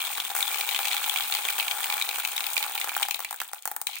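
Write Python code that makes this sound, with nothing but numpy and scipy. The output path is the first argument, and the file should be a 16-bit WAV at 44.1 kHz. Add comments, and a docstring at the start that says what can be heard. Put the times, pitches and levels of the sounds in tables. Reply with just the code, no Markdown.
"""Dry macaroni pours into a half-filled glass bowl, close to the microphones in a small room.
From the start, pieces thud on the heap, clack and skitter on the bowl's wall and tick against each
other; every contact rings the bowl faintly. Near 3 s the stream thins to single pieces.
Just before 3.9 s a last one strikes the wall and rattles down it."""
import sys
import numpy as np
from scipy import signal
from scipy.fft import rfft, irfft
from scipy.io import wavfile
from scipy.ndimage import uniform_filter1d

SR = 44100
rng = np.random.default_rng(int(sys.argv[2]) if len(sys.argv) > 2 else 0)


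def pcm_store(signal):
    """Save signal as 16-bit PCM."""
    levels = np.round(np.clip(np.atleast_2d(signal), -1, 1) * 32767)
    wavfile.write(sys.argv[1], SR, levels.astype(np.int16).T)


N = 176400
SIZE = 1024  # samples in one contact


def undb(db):
    return 10 ** (np.asarray(db) / 20)


def colour(points, size):
    """An EQ curve in dB, drawn through (Hz, dB) points for a transform of this size."""
    hz, db = np.array(points, float).T
    return np.interp(np.log(np.fft.rfftfreq(size, 1 / SR) + 1), np.log(hz), db)


# The room tone's EQ. Each row: frequency in Hz, relative level in dB.
AIR_EQ = [(20, -9), (100, -6), (400, -8), (3000, -20), (16000, -26)]

def air(level_db=-79):
    """A faint, steady bed of room tone."""
    noise = irfft(rfft(rng.standard_normal((2, N))) * undb(colour(AIR_EQ, N)))
    return noise / noise.std() * undb(level_db)


def reflections(x, delay_s, t60_s, db, spots, alike_below_hz=1500):
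    """Diffuse reflections, centred in the bass; they differ with the spot where a piece lands."""
    t = np.arange(SR // 2) / SR
    spot = np.repeat(rng.integers(spots, size=N // 200 + 1), 200)[:N]
    alike = 1 / (1 + (np.fft.rfftfreq(len(t), 1 / SR) / alike_below_hz) ** 2)
    out = 0
    for k in range(spots):
        noise = rfft(rng.standard_normal((3, len(t))))
        wash = irfft(np.sqrt(alike) * noise[:1] + np.sqrt(1 - alike) * noise[1:])
        tail = wash * undb(-60 * t / t60_s) * (t > delay_s)
        tail /= np.sqrt((tail ** 2).sum(1, keepdims=True))
        send = signal.fftconvolve(1. * (spot == k), np.hanning(401) / 200, "same")
        out = out + signal.fftconvolve(x * send, tail, axes=1)[:, :N]
    return undb(db) * out


# The glass bowl's ring. Each row: pitch in Hz, seconds to fade by 60 dB, relative level in dB.
BOWL_MODES = [(125, .3, -24), (253, .28, -18.5), (350, 0.13, -28), (520, 0.11, -31), (822, .045, -22),
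              (1370, .1, -34), (2340, .13, -27), (2430, 0.1, -29), (2545, .1, -34), (3180, .15, -32),
              (3400, 0.079, -33)]

def bowl(x):
    """Every contact sets the bowl's modes ringing, damped by the pasta in it."""
    t = np.arange(SR // 2) / SR
    ring = sum(undb(db - 60 * t / t60) * np.cos(2 * np.pi * hz * t) for hz, t60, db in BOWL_MODES)
    return signal.fftconvolve(x, ring[None] / np.sqrt(SR / 50), axes=1)[:, :N]


def causal(eq_db):
    """The response of a body with this EQ, ringing only after the blow."""
    cepstrum = irfft(np.log(undb(eq_db)))
    cepstrum[..., 1:SIZE // 2] *= 2
    cepstrum[..., SIZE // 2 + 1:] = 0
    return np.exp(rfft(cepstrum))


def contacts(times, db, pan_db, eq_db, rise_s, decay_s, alike, shiver_db, shiver_s, blow_db, stretch=1):
    """A clean blow and a short rough push ring a body; db sets each contact's loudest 3 ms."""
    t = np.arange(SIZE) / SR / stretch
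    noise = rng.standard_normal((len(times), 3, SIZE))
    roughness = np.sqrt(alike) * noise[:, :1] + np.sqrt(1 - alike) * noise[:, 1:]  # centre + sides
    press = (1 - np.exp(-(t / rise_s) ** 2)) * np.exp(-t / decay_s)
    shiver = undb(shiver_db) * (1 - np.exp(-t / decay_s)) * np.exp(-t / shiver_s)  # pieces nearby
    force = press / press.max() + shiver
    push = roughness * force / np.linalg.norm(force, axis=-1, keepdims=True)
    # The blow reaches the two microphones at slightly different times.
    arrival_s = np.abs(rise_s + .0001 * rng.standard_normal((len(times), 2, 1)))
    blow = undb(blow_db) * (np.arange(SIZE) == np.round(arrival_s * SR))
    ring = irfft(rfft(blow + push) * causal(eq_db)[..., None, :])
    power = uniform_filter1d((ring ** 2).mean(1), size=132, axis=1, mode="constant")
    level = undb(db[:, None] + np.outer(pan_db, [.5, -.5]))
    ring *= (level / np.sqrt(power.max(1))[:, None])[..., None]
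    out = np.zeros((2, N + SIZE))
    for start, piece in zip(np.clip(times * SR, 0, N).astype(int), ring):
        out[:, start:start + SIZE] += piece
    return out[:, :N]


def shower(flow, scatter_db, pan_scatter_db=3):
    """Random times, levels and pans of contacts that follow a flow table."""
    starts, rate, db = np.array(flow, float).T
    t = np.arange(N) / SR
    count = np.cumsum(np.interp(t, starts, np.maximum(rate, 1))) / SR
    jitter, accent, side = rng.standard_normal((4096, 3))[:int(count[-1])].T
    times = np.interp((np.arange(len(jitter)) + 2 * jitter) % count[-1], count, t)
    levels = np.interp(times, starts, db) + scatter_db * np.minimum(accent, 2)
    return times, levels, pan_scatter_db * side


# The click's EQ. Each row: frequency in Hz, relative level in dB.
CLICK_EQ = [(60, -60), (300, -41), (2000, -16), (5200, -11), (7200, -2), (7800, -2.5), (8500, 3.5),
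            (9600, -1.5), (11500, -4.7), (13500, -3), (15500, 7.5), (17000, -14)]
# Clicks smear among moving pieces and turn crisp on the resting heap.
# Each row: time in seconds, length factor.
CLICK_LENGTH = [(2.9, 1.3), (3.3, .8)]
CLICK_LEAD_S = .0008  # the click comes just before the body answers

def clicks(times, db, pan_db, rebound_s=.005, rebound_db=-14, trim_db=-.3):
    """Hard pasta clicks, brighter the harder it strikes, then again more softly as it rebounds."""
    times = np.r_[times, times + rebound_s * (.5 + rng.exponential(size=len(times)))]
    db = np.r_[db, db + rebound_db] + trim_db
    octaves = np.log2(np.maximum(np.fft.rfftfreq(SIZE, 1 / SR) / 10000, .5))  # tilt pivots at 10 kHz
    tilt_db_per_octave = 2.3 * rng.standard_normal(len(times)) + .14 * np.maximum(db + 38, 0)
    eq_db = colour(CLICK_EQ, SIZE) + np.outer(tilt_db_per_octave, octaves)
    stretch = np.interp(times, *np.array(CLICK_LENGTH).T)[:, None, None]
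    return contacts(times, db, np.r_[pan_db, pan_db], eq_db, rise_s=.0008, decay_s=.00065,
                    alike=.03, shiver_db=-17, shiver_s=.003, blow_db=-28, stretch=stretch)


# Single knocks between pieces. Each row: start in seconds, click level in dB before trim.
KNOCKS = [(0.1162, -29), (0.1334, -29), (0.3781, -27), (0.529, -28), (0.5867, -27), (0.5995, -27),
          (0.6649, -32), (0.8126, -30), (1.2788, -30), (1.3108, -29), (1.5263, -29), (1.8105, -30),
          (2.0532, -29), (2.477, -35), (2.5018, -29), (2.514, -32), (2.5322, -24.5), (2.543, -28),
          (2.5593, -28), (2.5932, -30), (2.7195, -30), (3.158, -30), (3.3613, -35), (3.4347, -36),
          (3.4445, -38), (3.4782, -37), (3.5141, -49), (3.5446, -35), (3.574, -42), (3.589, -43),
          (3.6234, -38), (3.9846, -34.5)]
# The bed of fine ticking. Each row: time in seconds, ticks per second, typical level in dB before trim.
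JOSTLE_FLOW = [(0, 750, -43.5), (.26, 650, -44), (.345, 300, -50), (.353, 800, -39.5), (.43, 700, -42.5),
               (.9, 750, -42.5), (1.7, 600, -44), (2.3, 450, -45), (2.9, 320, -45.5), (3.15, 170, -48),
               (3.3, 90, -55), (3.5, 80, -56), (3.63, 30, -67), (3.7, 45, -59), (3.85, 25, -64),
               (3.9, 110, -53), (4, 100, -53)]

def jostle():
    """Pieces tick against each other as they bounce and settle."""
    starts, knock_db = np.array(KNOCKS, float).T
    times, db, pan = shower(JOSTLE_FLOW, scatter_db=5)
    return clicks(np.r_[starts, times], np.r_[knock_db, db], np.r_[np.zeros_like(starts), pan])


# Accents on the heap. Each row: start in seconds, thud and click levels in dB before trim.
LANDINGS = [(0.0385, -34.5, -37), (0.1799, -28.5, -31), (0.3005, -34, -33), (0.3155, -31.5, -33),
            (0.3512, -29, -23), (0.3645, -29, -25), (0.3882, -30, -24), (0.4171, -31, -27),
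            (0.7905, -27.5, -27), (0.8032, -31, -33), (0.8728, -35.5, -28), (0.9459, -32, -30),
            (1.0164, -32, -34), (1.0627, -33.5, -25), (1.0792, -31, -25), (1.1405, -33.5, -27),
            (1.1978, -31, -30), (1.2546, -39, -36), (1.3303, -32, -30), (1.5003, -32.5, -23.5),
            (1.5882, -27, -23), (1.7836, -31.5, -34), (1.8052, -30.5, -29), (1.858, -29, -25),
            (1.9344, -32, -33), (1.968, -29, -27), (1.999, -34, -28), (2.1846, -32, -27),
            (2.275, -37.5, -26), (2.664, -32, -28), (2.7501, -34, -25), (2.8003, -41, -26),
            (2.8432, -28, -25.5), (2.8744, -30.5, -36), (2.8859, -33, -29), (2.9178, -33, -33),
            (2.9658, -22, -20.5), (2.9985, -30, -29), (3.007, -32, -34), (3.0135, -32, -29),
            (3.0221, -28, -27), (3.0514, -34, -33), (3.0854, -27.5, -26), (3.1926, -32.5, -29),
            (3.2036, -32, -28), (3.2265, -42, -35), (3.3094, -31.5, -27), (3.328, -31, -30),
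            (3.3434, -36.5, -33), (3.4163, -26.5, -26), (3.5332, -31, -27.5), (3.6554, -28.5, -22),
            (3.6762, -29, -24), (3.7151, -30.5, -26), (3.7645, -30.5, -24), (3.8155, -35, -24),
            (3.8914, -35.5, -35)]
# The pour under them. Each row: time in seconds, landings per second, typical thud level in dB.
POUR_FLOW = [(0, 260, -43.5), (.34, 200, -45.5), (.36, 300, -41.5), (.8, 250, -42), (1.7, 240, -41.5),
             (2.3, 200, -42), (2.9, 170, -40.5), (3.15, 60, -49), (3.5, 35, -51), (3.65, 8, -50),
             (4, 8, -58)]
# The thud's EQ. Each row: frequency in Hz, relative level in dB.
THUD_EQ = [(40, -52), (110, -45), (170, -35), (310, -28.5), (400, -19.5), (490, -14.5), (620, -15),
           (810, 3), (1050, -3), (1420, -2.5), (1900, -7.5), (2600, -19), (5000, -19), (16000, -50)]

def heap(trim_db=-.3, click_offset_db=1.5):
    """Pieces land on the heap: a click, then the dull thud of the filled bowl."""
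    starts, thud_db, click_db = np.array(LANDINGS, float).T
    times, pour_db, pan = shower(POUR_FLOW, scatter_db=3)
    times, pan = np.r_[starts, times], np.r_[np.zeros_like(starts), pan]
    thuds = contacts(times, np.r_[thud_db + trim_db, pour_db], pan, colour(THUD_EQ, SIZE),
                     rise_s=.0004, decay_s=.0015, alike=.94, shiver_db=-15.5, shiver_s=.006, blow_db=0)
    return thuds + clicks(times - CLICK_LEAD_S, np.r_[click_db, pour_db + click_offset_db], pan)


# Accents on the glass. Each row: start in seconds, clack level in dB before trim, pitch in Hz,
# click level in dB before trim, pan as left over right in dB.
WALL_STRIKES = [(0.0037, -27, 2350, -36, 0), (0.0162, -26.5, 3300, -37, 2.5), (0.0498, -28, 3190, -29, 0),
                (0.0687, -27, 3600, -33, 0), (0.1736, -29, 3830, -29, 0), (0.2003, -20, 3380, -29, -1.5),
                (0.2498, -27, 3400, -29, 0), (0.3031, -29.5, 3900, -35, 0),
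                (0.4056, -23.5, 2220, -24, -2.5), (0.4265, -19.5, 3570, -25, 1),
                (0.4782, -24.5, 3530, -29, 3.5), (0.5136, -29, 2240, -33, 0), (0.5433, -25, 2200, -31, 8),
                (0.5833, -27.5, 3300, -33, 0), (0.6092, -23, 2570, -27, 4), (0.6893, -24.5, 2270, -33, 9),
                (0.711, -27.5, 2020, -33, 0), (0.746, -21.5, 3040, -31, -3),
                (0.7606, -24.5, 3520, -31, 7.5), (0.7896, -27, 3270, -35, 0), (0.8534, -23.5, 2370, -28, 2),
                (0.882, -26, 3290, -28, 4), (0.9133, -23, 2350, -31, -7), (0.923, -25, 2430, -33, 0),
                (0.9298, -24.5, 3340, -31, 7), (0.9415, -27, 3290, -32, 2), (0.9657, -24.5, 3170, -29, -2),
                (0.9783, -27, 3230, -34, 0), (1.0407, -23, 2500, -29, -7), (1.0956, -21, 3320, -25, 4),
                (1.1595, -21.5, 2410, -30, -5), (1.172, -24.5, 3480, -29, 1),
                (1.1846, -24.5, 3250, -34, -4), (1.2066, -25, 3360, -28, 0), (1.2226, -27, 3490, -34, 0),
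                (1.323, -19.5, 3620, -27, 3), (1.3388, -24.5, 3140, -28, -3),
                (1.3498, -23.5, 3160, -22.5, 3), (1.3686, -27, 3210, -34, 0), (1.4507, -23.5, 3290, -31, 0),
                (1.4853, -22, 2430, -30, -8), (1.5027, -26.5, 3170, -34, 0), (1.5815, -27, 3340, -34, 0),
                (1.5979, -20.5, 2690, -32, 2), (1.6069, -24.5, 2690, -26, 0), (1.6253, -27, 2350, -33, 0),
                (1.6802, -22, 2370, -29, -4), (1.711, -22, 2520, -30, 2), (1.8308, -27, 3420, -28, 0),
                (1.8417, -24.5, 3180, -25, 3), (1.8999, -21.5, 2430, -28, -4), (1.9242, -23, 2580, -28, 3),
                (1.9395, -25, 3400, -25, -1), (1.9786, -27, 2350, -34, 0), (2.0129, -22, 2520, -32, 0),
                (2.0225, -23.5, 3700, -26, 0), (2.0896, -22, 2370, -26, -1), (2.1105, -27, 2420, -37, -6),
                (2.158, -27.5, 2740, -31, -10), (2.1985, -25.5, 2470, -25, -1),
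                (2.2495, -21, 2600, -24, 3.5), (2.3646, -26, 3700, -24, 0), (2.3783, -21.5, 2850, -30, 3),
                (2.405, -23.5, 2410, -31, 2), (2.4402, -28, 4030, -33, 0), (2.466, -25, 2610, -26, 7),
                (2.566, -20.5, 2520, -31, -8.5), (2.5779, -20, 2430, -23, 3), (2.6268, -21, 3770, -26, -5),
                (2.6385, -27, 2430, -33, 0), (2.7529, -26, 3250, -30, 0), (2.7776, -26, 2370, -30, 0),
                (2.813, -21, 2370, -30, -3), (2.8924, -26, 2430, -33, -10), (2.9493, -28, 2390, -34, 0),
                (2.9772, -29, 3060, -28, 0), (3.0272, -22, 3250, -25, 0), (3.0299, -18.5, 2960, -22, -2),
                (3.1093, -23, 2660, -23.5, 5.5), (3.1435, -23.5, 3800, -29, 3),
                (3.2474, -25.5, 2470, -28.5, -3.5), (3.4019, -26.5, 3270, -27.5, -7.5),
                (3.8694, -23, 2630, -22, 0.5), (3.932, -40, 3190, -42, 5), (3.9553, -35, 2580, -32, 1),
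                (3.9654, -36, 2520, -49, -12)]
# The skitter under them. Each row: time in seconds, touches per second, typical clack level in dB.
SKITTER_FLOW = [(0, 340, -39.5), (.25, 300, -40), (.34, 200, -44), (.36, 320, -39), (.85, 360, -36.5),
                (1.5, 300, -39.5), (2.4, 250, -40.5), (3.1, 220, -42), (3.3, 200, -48), (3.55, 170, -52),
                (3.75, 20, -54), (3.865, 20, -74), (3.875, 380, -43.5), (4, 300, -44.5)]
# The clack's EQ. Each row: frequency in Hz, relative level in dB.
CLACK_EQ = [(60, -55), (400, -25.5), (850, -8.5), (1700, -12.5), (2300, -1.5), (2850, -5), (3400, -2),
            (4100, -3), (5200, -13.5), (7000, -13), (16000, -34.5)]

def wall(centre_hz=2906, range_octaves=.38, peak_db=9, width_hz=240, trim_db=-.2, click_offset_db=-4.5):
    """Pieces strike the glass wall: a click, then a clack whose pitch differs from piece to piece."""
    starts, clack_db, strike_hz, click_db, strike_pan = np.array(WALL_STRIKES, float).T
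    times, skitter_db, pan = shower(SKITTER_FLOW, scatter_db=2.8)
    hz = np.r_[strike_hz, centre_hz * 2 ** (range_octaves * rng.uniform(-1, 1, len(times)))]
    times, pan = np.r_[starts, times], np.r_[strike_pan, pan]
    off_pitch = (np.fft.rfftfreq(SIZE, 1 / SR) - hz[:, None]) / width_hz
    eq_db = colour(CLACK_EQ, SIZE) + peak_db / (1 + off_pitch ** 2)
    clacks = contacts(times, np.r_[clack_db + trim_db, skitter_db], pan, eq_db,
                      rise_s=.0012, decay_s=.0013, alike=.2, shiver_db=-21, shiver_s=.006, blow_db=-9)
    return clacks + clicks(times - CLICK_LEAD_S, np.r_[click_db, skitter_db + click_offset_db], pan)


def scene():
    """The mix: pasta, the ringing bowl, tight reflections from a nearby board, and the room."""
    pasta = heap() + wall() + jostle()
    direct = pasta + bowl(pasta)
    near = reflections(direct, delay_s=.002, t60_s=.035, db=-8.5, spots=3)
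    room = reflections(direct, delay_s=.008, t60_s=.31, db=-9.5, spots=5)
    return direct + near + room + air()


# The stereo image. Each row: frequency in Hz, left over right in dB.
MIC_BALANCE = [(110, 0.5), (250, 3.5), (750, 5), (1400, 1), (2350, -3.5), (3200, 5.5), (4400, 10.5),
               (6000, 8), (8200, 1), (11000, 3.5), (15000, 3)]

def record(dry, top_hz=15850):
    """The two microphones differ in colour; the top is cut steeply."""
    gains = undb(colour(MIC_BALANCE, 2 * N) * np.array([[.5], [-.5]]))
    gains /= np.sqrt((gains ** 2).mean(0))
    heard = irfft(rfft(dry, 2 * N) * gains)[:, :N]
    return signal.sosfilt(signal.ellip(12, .2, 80, top_hz, fs=SR, output="sos"), heard)


dry = scene()
out = record(dry)
pcm_store(out)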